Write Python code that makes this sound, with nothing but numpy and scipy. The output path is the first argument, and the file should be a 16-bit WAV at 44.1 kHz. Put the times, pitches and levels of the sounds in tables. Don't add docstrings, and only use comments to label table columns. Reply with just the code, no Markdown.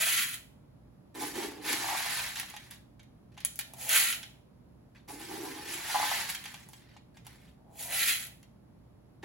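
import sys
import numpy as np
from scipy import signal
from scipy.fft import rfft, irfft, next_fast_len
from scipy.io import wavfile
from scipy.ndimage import uniform_filter1d

SR = 44100
rng = np.random.default_rng(int(sys.argv[2]) if len(sys.argv) > 2 else 0)


def master_out(mix):
    frames = np.transpose(np.atleast_2d(mix))
    ceiling = np.clip(frames, -1, 1)
    pcm = np.round(ceiling * 32767).astype(np.int16)
    wavfile.write(sys.argv[1], SR, pcm)


N = 407484
TIME = np.arange(N) / SR

# start, rise and hold in seconds, level and treble in dB, lowest rattle in Hz.
POURS = [(-0.1, .12, .19, -36, -36, 1060), (3.855, 0.095, 0.053, -30.5, -30, 1100),
         (7.847, 0.15, 0.11, -35.5, -36, 1480)]
# start in seconds, level in dB.
CLUMPS = [(.006, -38), (0.077, -33), (.12, -34), (0.169, -32.5), (0.212, -33.5), (.325, -46.5),
          (3.905, -38), (3.951, -31.5), (4.059, -34), (4.119, -41), (7.915, -43.5), (7.975, -40.5),
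          (8.015, -36.5), (8.071, -32), (8.102, -33.5)]
# start, rise and hold in seconds,
# crunch, treble and floor drumming in dB.
SHOVES = [(1.141, 0.0097, 0.045, -54, -55.5, -48.5), (1.164, 0.063, 0.035, -45.5, -46.5, -44),
          (1.315, 0.065, 0.058, -44, -49, -41.5), (1.49, .03, 0.24, -59.5, -75, -51.5),
          (1.599, 0.12, 0.007, -36, -40.5, -45.5), (5.073, 0.013, 0.053, -56, -55.5, -50.5),
          (5.159, 0.055, 0.034, -51.5, -56, -53.5), (5.227, 0.11, 0.13, -50.5, -53.5, -45.5),
          (5.458, 0.054, 0.17, -51.5, -56.5, -52), (5.643, 0.084, 0.018, -43.5, -46, -56),
          (9.223, 0.0086, .03, -52.5, -74, -48)]
# start, rise and hold in seconds, crunch, treble and drag in dB.
SWEEPS = [(1.645, 0.26, 0.32, -39.5, -45, -36.5), (5.706, .29, .19, -37.5, -43, -35)]
# start and length in seconds, crunch and treble in dB.
SHIFTS = [(2.366, 0.026, -43.5, -48), (2.48, 0.0067, -50.5, -60), (2.532, 0.015, -58, -66),
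          (2.595, 0.073, -61.5, -68), (2.702, 0.0117, -55.5, -59), (3.316, .04, -72, -84),
          (3.364, 0.074, -62.5, -74.5), (3.568, .03, -72, -61), (4.946, 0.0095, -61.5, -79),
          (6.285, 0.013, -42.5, -47), (6.447, 0.043, -52.5, -59), (6.51, 0.12, -60.5, -66),
          (6.68, 0.093, -72.5, -67.5), (6.776, 0.16, -67, -82.5), (7.141, 0.04, -71, -78),
          (7.244, 0.081, -65, -70.5), (7.318, .17, -68.5, -76)]
# start in seconds, level in dB.
SLIPS = [(1.843, -29), (1.888, -25.5), (1.93, -29), (1.95, -26.5), (2.005, -37.5), (2.062, -34),
         (5.897, -35), (5.945, -24), (5.95, -24), (5.957, -24), (5.999, -24), (6.029, -23.5), (6.053, -37),
         (6.115, -25)]
# start in seconds, level, brightness and hollow ring in dB.
TAPS = [(0.342, -25, 3, -70), (1.1526, -63, -18, -47), (1.729, -19.5, -15.5, -62),
        (2.3564, -27, -22.5, -60), (2.3978, -21.5, -12, -57), (2.4314, -37, -22, -43), (2.5, -35, -5, -62),
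        (2.539, -39, -27, -40.5), (2.564, -31.5, -21, -45), (2.71, -33.5, -12, -68),
        (2.994, -45.5, -36.5, -65), (3.031, -51.5, -19, -77), (3.3755, -38, -36, -46.5),
        (3.404, -37.5, -19, -60.5), (3.4491, -11.5, -1, -68), (3.5577, -32, 7, -75),
        (3.5903, -17.5, -8.5, -46.5), (3.609, -28.5, -15, -65), (3.736, -34.5, -8.5, -49),
        (3.8924, -14, -7, -60), (4.1235, -24.5, -45, -66), (4.229, -31, -27.5, -63), (5.086, -45, -7, -62),
        (6.2915, -25.5, -14, -62), (6.3011, -23, 0.5, -70), (6.348, -24, -18, -62), (6.44, -32, -15, -63),
        (6.4555, -30.5, -25, -44), (6.542, -33.5, -19, -43.5), (6.6883, -39, 3, -53),
        (6.7325, -39, -18, -51), (6.9645, -46, -42, -49), (7.1694, -44.5, -26, -55),
        (7.2668, -35.5, -13, -48.5), (8.2248, -35, -14, -71), (8.2691, -33, -3, -72),
        (8.429, -46, -17, -68.5), (9.229, -47, -32, -64)]
# frequency in Hz, level in dB.
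POUR_COLOUR = [(250, -15.5), (450, -21.5), (700, -23), (1000, -8.5), (1400, -2), (2000, -2.5), (3100, 0),
               (4400, -7), (5600, -12), (7500, -8), (10500, -7), (15000, -12.5)]
SCOOP_COLOUR = [(250, -10.5), (500, -10.5), (800, 2.5), (1300, 0.5), (1800, 6), (3000, 1.5), (4400, -1.5),
                (6500, -7.5), (8300, -4), (11000, -7.5), (15000, -11.5)]
TAP_COLOUR = [(300, -41), (800, -22.5), (1800, -3), (3300, -4), (5000, -11), (7500, -4), (10500, -0.5),
              (15000, -7.5)]
VENT_COLOUR = [(24, -46.5), (35, -16), (55, 0.5), (90, -4), (140, -0.5), (240, -4), (420, -16),
               (950, -22.5), (1500, -30.5), (3000, -40), (6500, -46.5), (11000, -40), (15000, -47.5)]
# pitch in Hz, width in Hz (wider dies sooner), level in dB.
AIR_MODES = [(1350, 140, -3.5), (1970, 140, 2), (2330, 260, -4.5), (2510, 80, -5), (3060, 80, -6.5),
             (3332, 70, -6), (4100, 130, -5.5)]
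CUP_MODES = [(554, 40, -12.5), (670, 65, -1.5), (792, 80, -3.5)]
FLOOR_MODES = [(320, 76, 20), (385, 35, -7)]
WALL_MODES = [(750, 96, -11), (837, 97, 6.5), (1002, 51, -2), (1160, 70, -8.5)]
# pitch in Hz, level in dB.
VENT_TONES = [(120, -66.5), (595, -79.5)]
# frequency in Hz, seconds to fade by 60 dB.
ROOM_DECAY = [(200, 0.6), (2000, 0.42), (6000, 0.42), (14000, 0.44)]
# frequency in Hz, level of the side signal against the middle in dB.
STEREO_WIDTH = [(100, -14), (550, 2), (1000, -1.5), (2000, -1), (4500, 4.5), (7000, -0.5), (9000, -13),
                (15000, -8.5)]
# frequency in Hz, level in dB.
LEFT_BALANCE = [(150, -2.0), (2000, 0.0), (5300, -3.0), (8000, -0.2)]
# frequency in Hz, phase lag in radians.
LEFT_LAG = [(0, 0), (1500, .5), (4000, 0), (6200, .1), (16000, 4 * np.pi)]


def pouring():
    starts, _, _, levels_db, trebles_db, lowest_hz = np.transpose(POURS)
    streams = [stroke(s, rise, hold, fall_db_per_s=114) * fade(s + rise + hold + 0.15, db_per_s=190)
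               for s, rise, hold, *_ in POURS]
    trickle = sum(swell(s - 0.044, rise_db_per_s=380.5, fall_db_per_s=0) * fade(s, 114) for s in starts)
    clump_shapes = [stroke(s, rise_s=0.0066, hold_s=.008, fall_db_per_s=349.5) for s, _ in CLUMPS]
    clumps = together(clump_shapes, [db for _, db in CLUMPS])
    landing = together(streams + [trickle, clumps], [*levels_db, -51, 0])
    flow = together(streams + [trickle, clumps], [*trebles_db, -45, -5])
    hits_per_s = 500 + 3500 * (flow / flow.max()) ** .75
    clicks = collisions(hits_per_s, spread_db=1.5, even_s=0.0099, clump_db=1.6, clump_s=.007)
    rolling = sum(swell(s + .07, rise_db_per_s=86, fall_db_per_s=71) for s in starts)
    cup = hollow_ring(CUP_MODES, keep_hz=(420, 1000), level_hz=(500, 900))
    hollow = from_db(-48.5) * convolve(clicks * rolling, cup)
    thud = from_db(-31.5) * convolve(clicks * landing, bucket_floor())
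    grains = pellets(clicks, ring_s=0.0011, scatter_db=-9.5, ping_db=-5.5, ping_s=0.028)
    cupful = np.searchsorted((starts[:-1] + starts[1:]) / 2, TIME)
    grains = sum(cut(grains * (cupful == k) + 1e-18, hz, "high", order=3)
                 for k, hz in enumerate(lowest_hz))
    click = impact(POUR_COLOUR)
    click_in_bucket = click + from_db(2.0) * resonate(click, AIR_MODES)
    return hollow + thud + from_db(-1.5) * rattle(grains, landing, flow, click_in_bucket)


def scooping():
    moves = shoves() + [stroke(s, rise, hold, fall_db_per_s=82) for s, rise, hold, *_ in SWEEPS]
    moves += [stroke(s, rise_s=0.004, hold_s=length, fall_db_per_s=250) for s, length, *_ in SHIFTS]
    levels = [row[3:5] for row in [*SHOVES, *SWEEPS]] + [row[2:] for row in SHIFTS]
    crunch_db, treble_db = np.transpose(levels)
    speed, surface = together(moves, crunch_db), together(moves, treble_db)
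    hits_per_s = 280 + 2600 * (speed / speed.max()) ** .7
    clicks = collisions(hits_per_s, spread_db=2.0, even_s=0.021, clump_db=1.1, clump_s=0.0091)
    grains = pellets(clicks, ring_s=.0025, scatter_db=-8, ping_db=-4.5, ping_s=0.038)
    return from_db(-2.0) * rattle(grains, speed, surface, impact(SCOOP_COLOUR))


def shoves():
    return [stroke(s, rise, hold, fall_db_per_s=139) for s, rise, hold, *_ in SHOVES]


def supply_bucket():
    wall = hollow_ring(WALL_MODES, keep_hz=(620, 1300), level_hz=(700, 1100))
    drags = [swell(s + rise, rise_db_per_s=111.5, fall_db_per_s=90) for s, rise, *_ in SWEEPS]
    drag = together(drags, [row[-1] for row in SWEEPS])
    dig = together(shoves(), [row[-1] for row in SHOVES])
    on_floor, on_wall = together([dig, drag], [0, -20.5]), together([drag, dig], [0, -0.5])
    floor_hits = collisions(200, spread_db=0.5, even_s=0.054, clump_db=1.5, clump_s=0.011)
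    wall_hits = collisions(260, spread_db=1.5, even_s=0.022, clump_db=3.5, clump_s=0.02)
    drumming = from_db(0.2) * convolve(floor_hits * on_floor, bucket_floor())
    dragging = from_db(-5) * convolve(wall_hits * on_wall, wall)
    knocks = np.zeros(N)
    for s, *_, db in [*SLIPS, *TAPS]:
        knocks[int(s * SR)] = from_db(db)
    return drumming + dragging + from_db(1.5) * convolve(knocks, wall / np.abs(wall).max())


def strays_and_taps():
    out, click, t = np.zeros(2 * N), impact(TAP_COLOUR), TIME[:2048]
    bodies = contacts(len(TAPS), ring_s=0.024, scatter_db=-14.0, scatter_s=0.075, size=len(t))
    cracks = contacts(len(TAPS), ring_s=0.0031, scatter_db=-9.0, scatter_s=0.064, size=len(t))
    for (s, db, bright_db, _), body, crack in zip(TAPS, bodies, cracks):
        rise_s = 0.00055 * from_db(-bright_db / 2)
        body = unit_energy(body * (1 - np.exp(-t / rise_s)))
        low = cut(body, 6500, "low", order=3)
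        high = from_db(bright_db + 11.0) * cut(crack, 6300, "high", order=3)
        tap, at = convolve(low + high, click), int(s * SR)
        out[at:at + len(tap)] += from_db(db + 14.0) * unit_energy(tap)
    return out[:N]


def collisions(per_s, spread_db, even_s, clump_db, clump_s):
    sizes = from_db(spread_db * np.minimum(rng.exponential(1, N), 4)) * rng.choice([-1, 1], N)
    clicks = sizes * (rng.random(N) < per_s / SR)
    window = int(even_s * SR)
    power = uniform_filter1d(uniform_filter1d(clicks ** 2, window), window)
    even_clicks = clicks / np.sqrt(np.maximum(power, 1 / window))
    surges = from_db(clump_db * np.interp(TIME / clump_s, np.arange(N), rng.standard_normal(N)))
    return even_clicks * surges / np.sqrt(np.mean(surges ** 2))


def pellets(clicks, ring_s, scatter_db, ping_db, ping_s, count=400, size=768):
    cracks = contacts(count, ring_s, scatter_db, scatter_s=0.081, size=size)
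    t, pitch_hz = TIME[:size], np.geomspace(1400, 14000, count)[:, None]
    pings = unit_energy(np.sin(2 * np.pi * pitch_hz * t) * from_db(-60 * t / ping_s))
    pings *= np.sqrt(pitch_hz / pitch_hz.mean())
    kinds = (cracks + from_db(ping_db) * pings) / np.hypot(1, from_db(ping_db))
    picks, at = rng.integers(0, count, N), np.flatnonzero(clicks)
    sounds = clicks[at, None] * kinds[picks[at]]
    positions = at[:, None] + np.arange(size)
    return np.bincount(positions.ravel(), sounds.ravel(), N)[:N]


def contacts(count, ring_s, scatter_db, scatter_s, size):
    t = TIME[:size]
    decay = from_db(-60 * t / ring_s) + from_db(scatter_db - 60 * t / scatter_s)
    return unit_energy(rng.standard_normal((count, size)) * decay)


def rattle(grains, body_gain, treble_gain, click, split_hz=6500):
    body = unit_in_band(cut(click, split_hz, "low", order=3), 1500, 4000)
    treble = unit_in_band(cut(click, split_hz, "high", order=3), 9800, 12000)
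    return convolve(grains * body_gain, body) + convolve(grains * treble_gain, treble)


def bucket_floor():
    return hollow_ring(FLOOR_MODES, keep_hz=(250, 500), level_hz=(250, 480))


def hollow_ring(modes, keep_hz, level_hz):
    ring = resonate(signal.unit_impulse(4096), modes)
    return unit_in_band(cut(ring, keep_hz, "band"), *level_hz)


def classroom(x, tail_db, early_db, early_s, treble_db, size=32768):
    t, hz = TIME[:size], np.fft.rfftfreq(size, 1 / SR)
    softening = from_db(at_hz([(4000, 0.0077), (10000, treble_db)], hz))
    noise = rfft(rng.standard_normal((2, size))) * softening
    early = from_db(early_db) * unit_energy(from_db(-60 * t / early_s))
    edges_hz, echo = np.geomspace(80, 20480, 9), 0
    for low, high in zip(edges_hz, edges_hz[1:]):
        decay_s = at_hz(ROOM_DECAY, np.sqrt(low * high))
        tail = from_db(tail_db) * unit_energy(from_db(-60 * t / decay_s))
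        band = irfft(noise * (hz >= low) * (hz < high))
        echo += band * (early + tail) * (t > .003)
    return np.array([convolve(x, ear) for ear in diffuse(*echo)])


def ventilation():
    colour = unit_in_band(impact(VENT_COLOUR, size=16384), 40, 400)
    noises = rng.standard_normal((2, N + len(colour) - 1))
    air = [signal.fftconvolve(noise, colour, "valid") for noise in noises]
    hum = sum(from_db(db) * np.sqrt(2) * np.sin(2 * np.pi * hz * TIME) for hz, db in VENT_TONES)
    return from_db(-58.64) * diffuse(*air) + hum


def diffuse(mid, side):
    size = next_fast_len(len(side), True)
    width = from_db(at_hz(STEREO_WIDTH, np.fft.rfftfreq(size, 1 / SR)))
    side = irfft(rfft(side, size) * width, size)[:len(mid)]
    return np.array([mid + side, mid - side])


def stroke(s, rise_s, hold_s, fall_db_per_s):
    rise = np.clip((TIME - s) / rise_s, 0, 1)
    return np.sin(rise * np.pi / 2) ** 2 * fade(s + rise_s + hold_s, fall_db_per_s)


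def fade(s, db_per_s):
    return from_db(-db_per_s * np.maximum(TIME - s, 0))


def swell(s, rise_db_per_s, fall_db_per_s):
    return from_db(-rise_db_per_s * np.maximum(s - TIME, 0)) * fade(s, fall_db_per_s)


def together(shapes, levels_db):
    return np.sqrt(sum((from_db(db) * shape) ** 2 for shape, db in zip(shapes, levels_db)))


def impact(colour, size=4096):
    spectrum = from_db(at_hz(colour, np.fft.rfftfreq(size, 1 / SR)))
    cepstrum = irfft(np.log(spectrum))
    cepstrum[1:size // 2] *= 2
    cepstrum[size // 2 + 1:] = 0
    return irfft(np.exp(rfft(cepstrum)))


def resonate(x, modes):
    out = 0
    for hz, width, db in modes:
        r = np.exp(-np.pi * width / SR)
        feed = np.array([1, 0, -1]) * (1 - r * r) / 2
        feedback = [1, -2 * r * np.cos(2 * np.pi * hz / SR), r * r]
        out += from_db(db) * signal.lfilter(feed, feedback, x)
    return out


def unit_in_band(response, low_hz, high_hz):
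    return response / np.linalg.norm(cut(response, [low_hz, high_hz], "band", order=4))


def unit_energy(x):
    return x / np.linalg.norm(x, axis=-1, keepdims=True)


def cut(x, hz, kind, order=2):
    return signal.sosfilt(signal.butter(order, hz, kind, fs=SR, output="sos"), x)


def convolve(x, response):
    return signal.fftconvolve(x, response)[:N]


def at_hz(points, hz):
    row_hz, value = np.transpose(points)
    return np.interp(np.log(np.maximum(hz, 1)), np.log(row_hz), value)


def from_db(db):
    return 10 ** (np.asarray(db) / 20)


def scene():
    rush = pouring() + scooping() + supply_bucket()
    taps = strays_and_taps()
    shift = 2 * np.pi * 2.3 * TIME
    room = sum(classroom(rush * path, tail_db=-9.0, early_db=-3.5, early_s=0.042, treble_db=-2.0)
               for path in (np.cos(shift), np.sin(shift)))
    tap_room = classroom(taps, tail_db=-5, early_db=-7.0, early_s=0.056, treble_db=-8.5)
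    return rush + taps + room + tap_room + ventilation()


def record(dry):
    size, cutoff_hz = next_fast_len(N + SR, True), 16100
    hz = np.fft.rfftfreq(size, 1 / SR)
    lag = np.interp(hz, *np.transpose(LEFT_LAG))
    left = from_db(at_hz(LEFT_BALANCE, hz) / 2) * np.exp(-.5j * lag)
    right = 1 / left
    heard = irfft(rfft(dry, size) * np.array([left, right]), size)[:, :N]
    return signal.sosfilt(signal.ellip(10, .1, 70, cutoff_hz, fs=SR, output="sos"), heard)


dry = scene()
out = record(dry)
master_out(out)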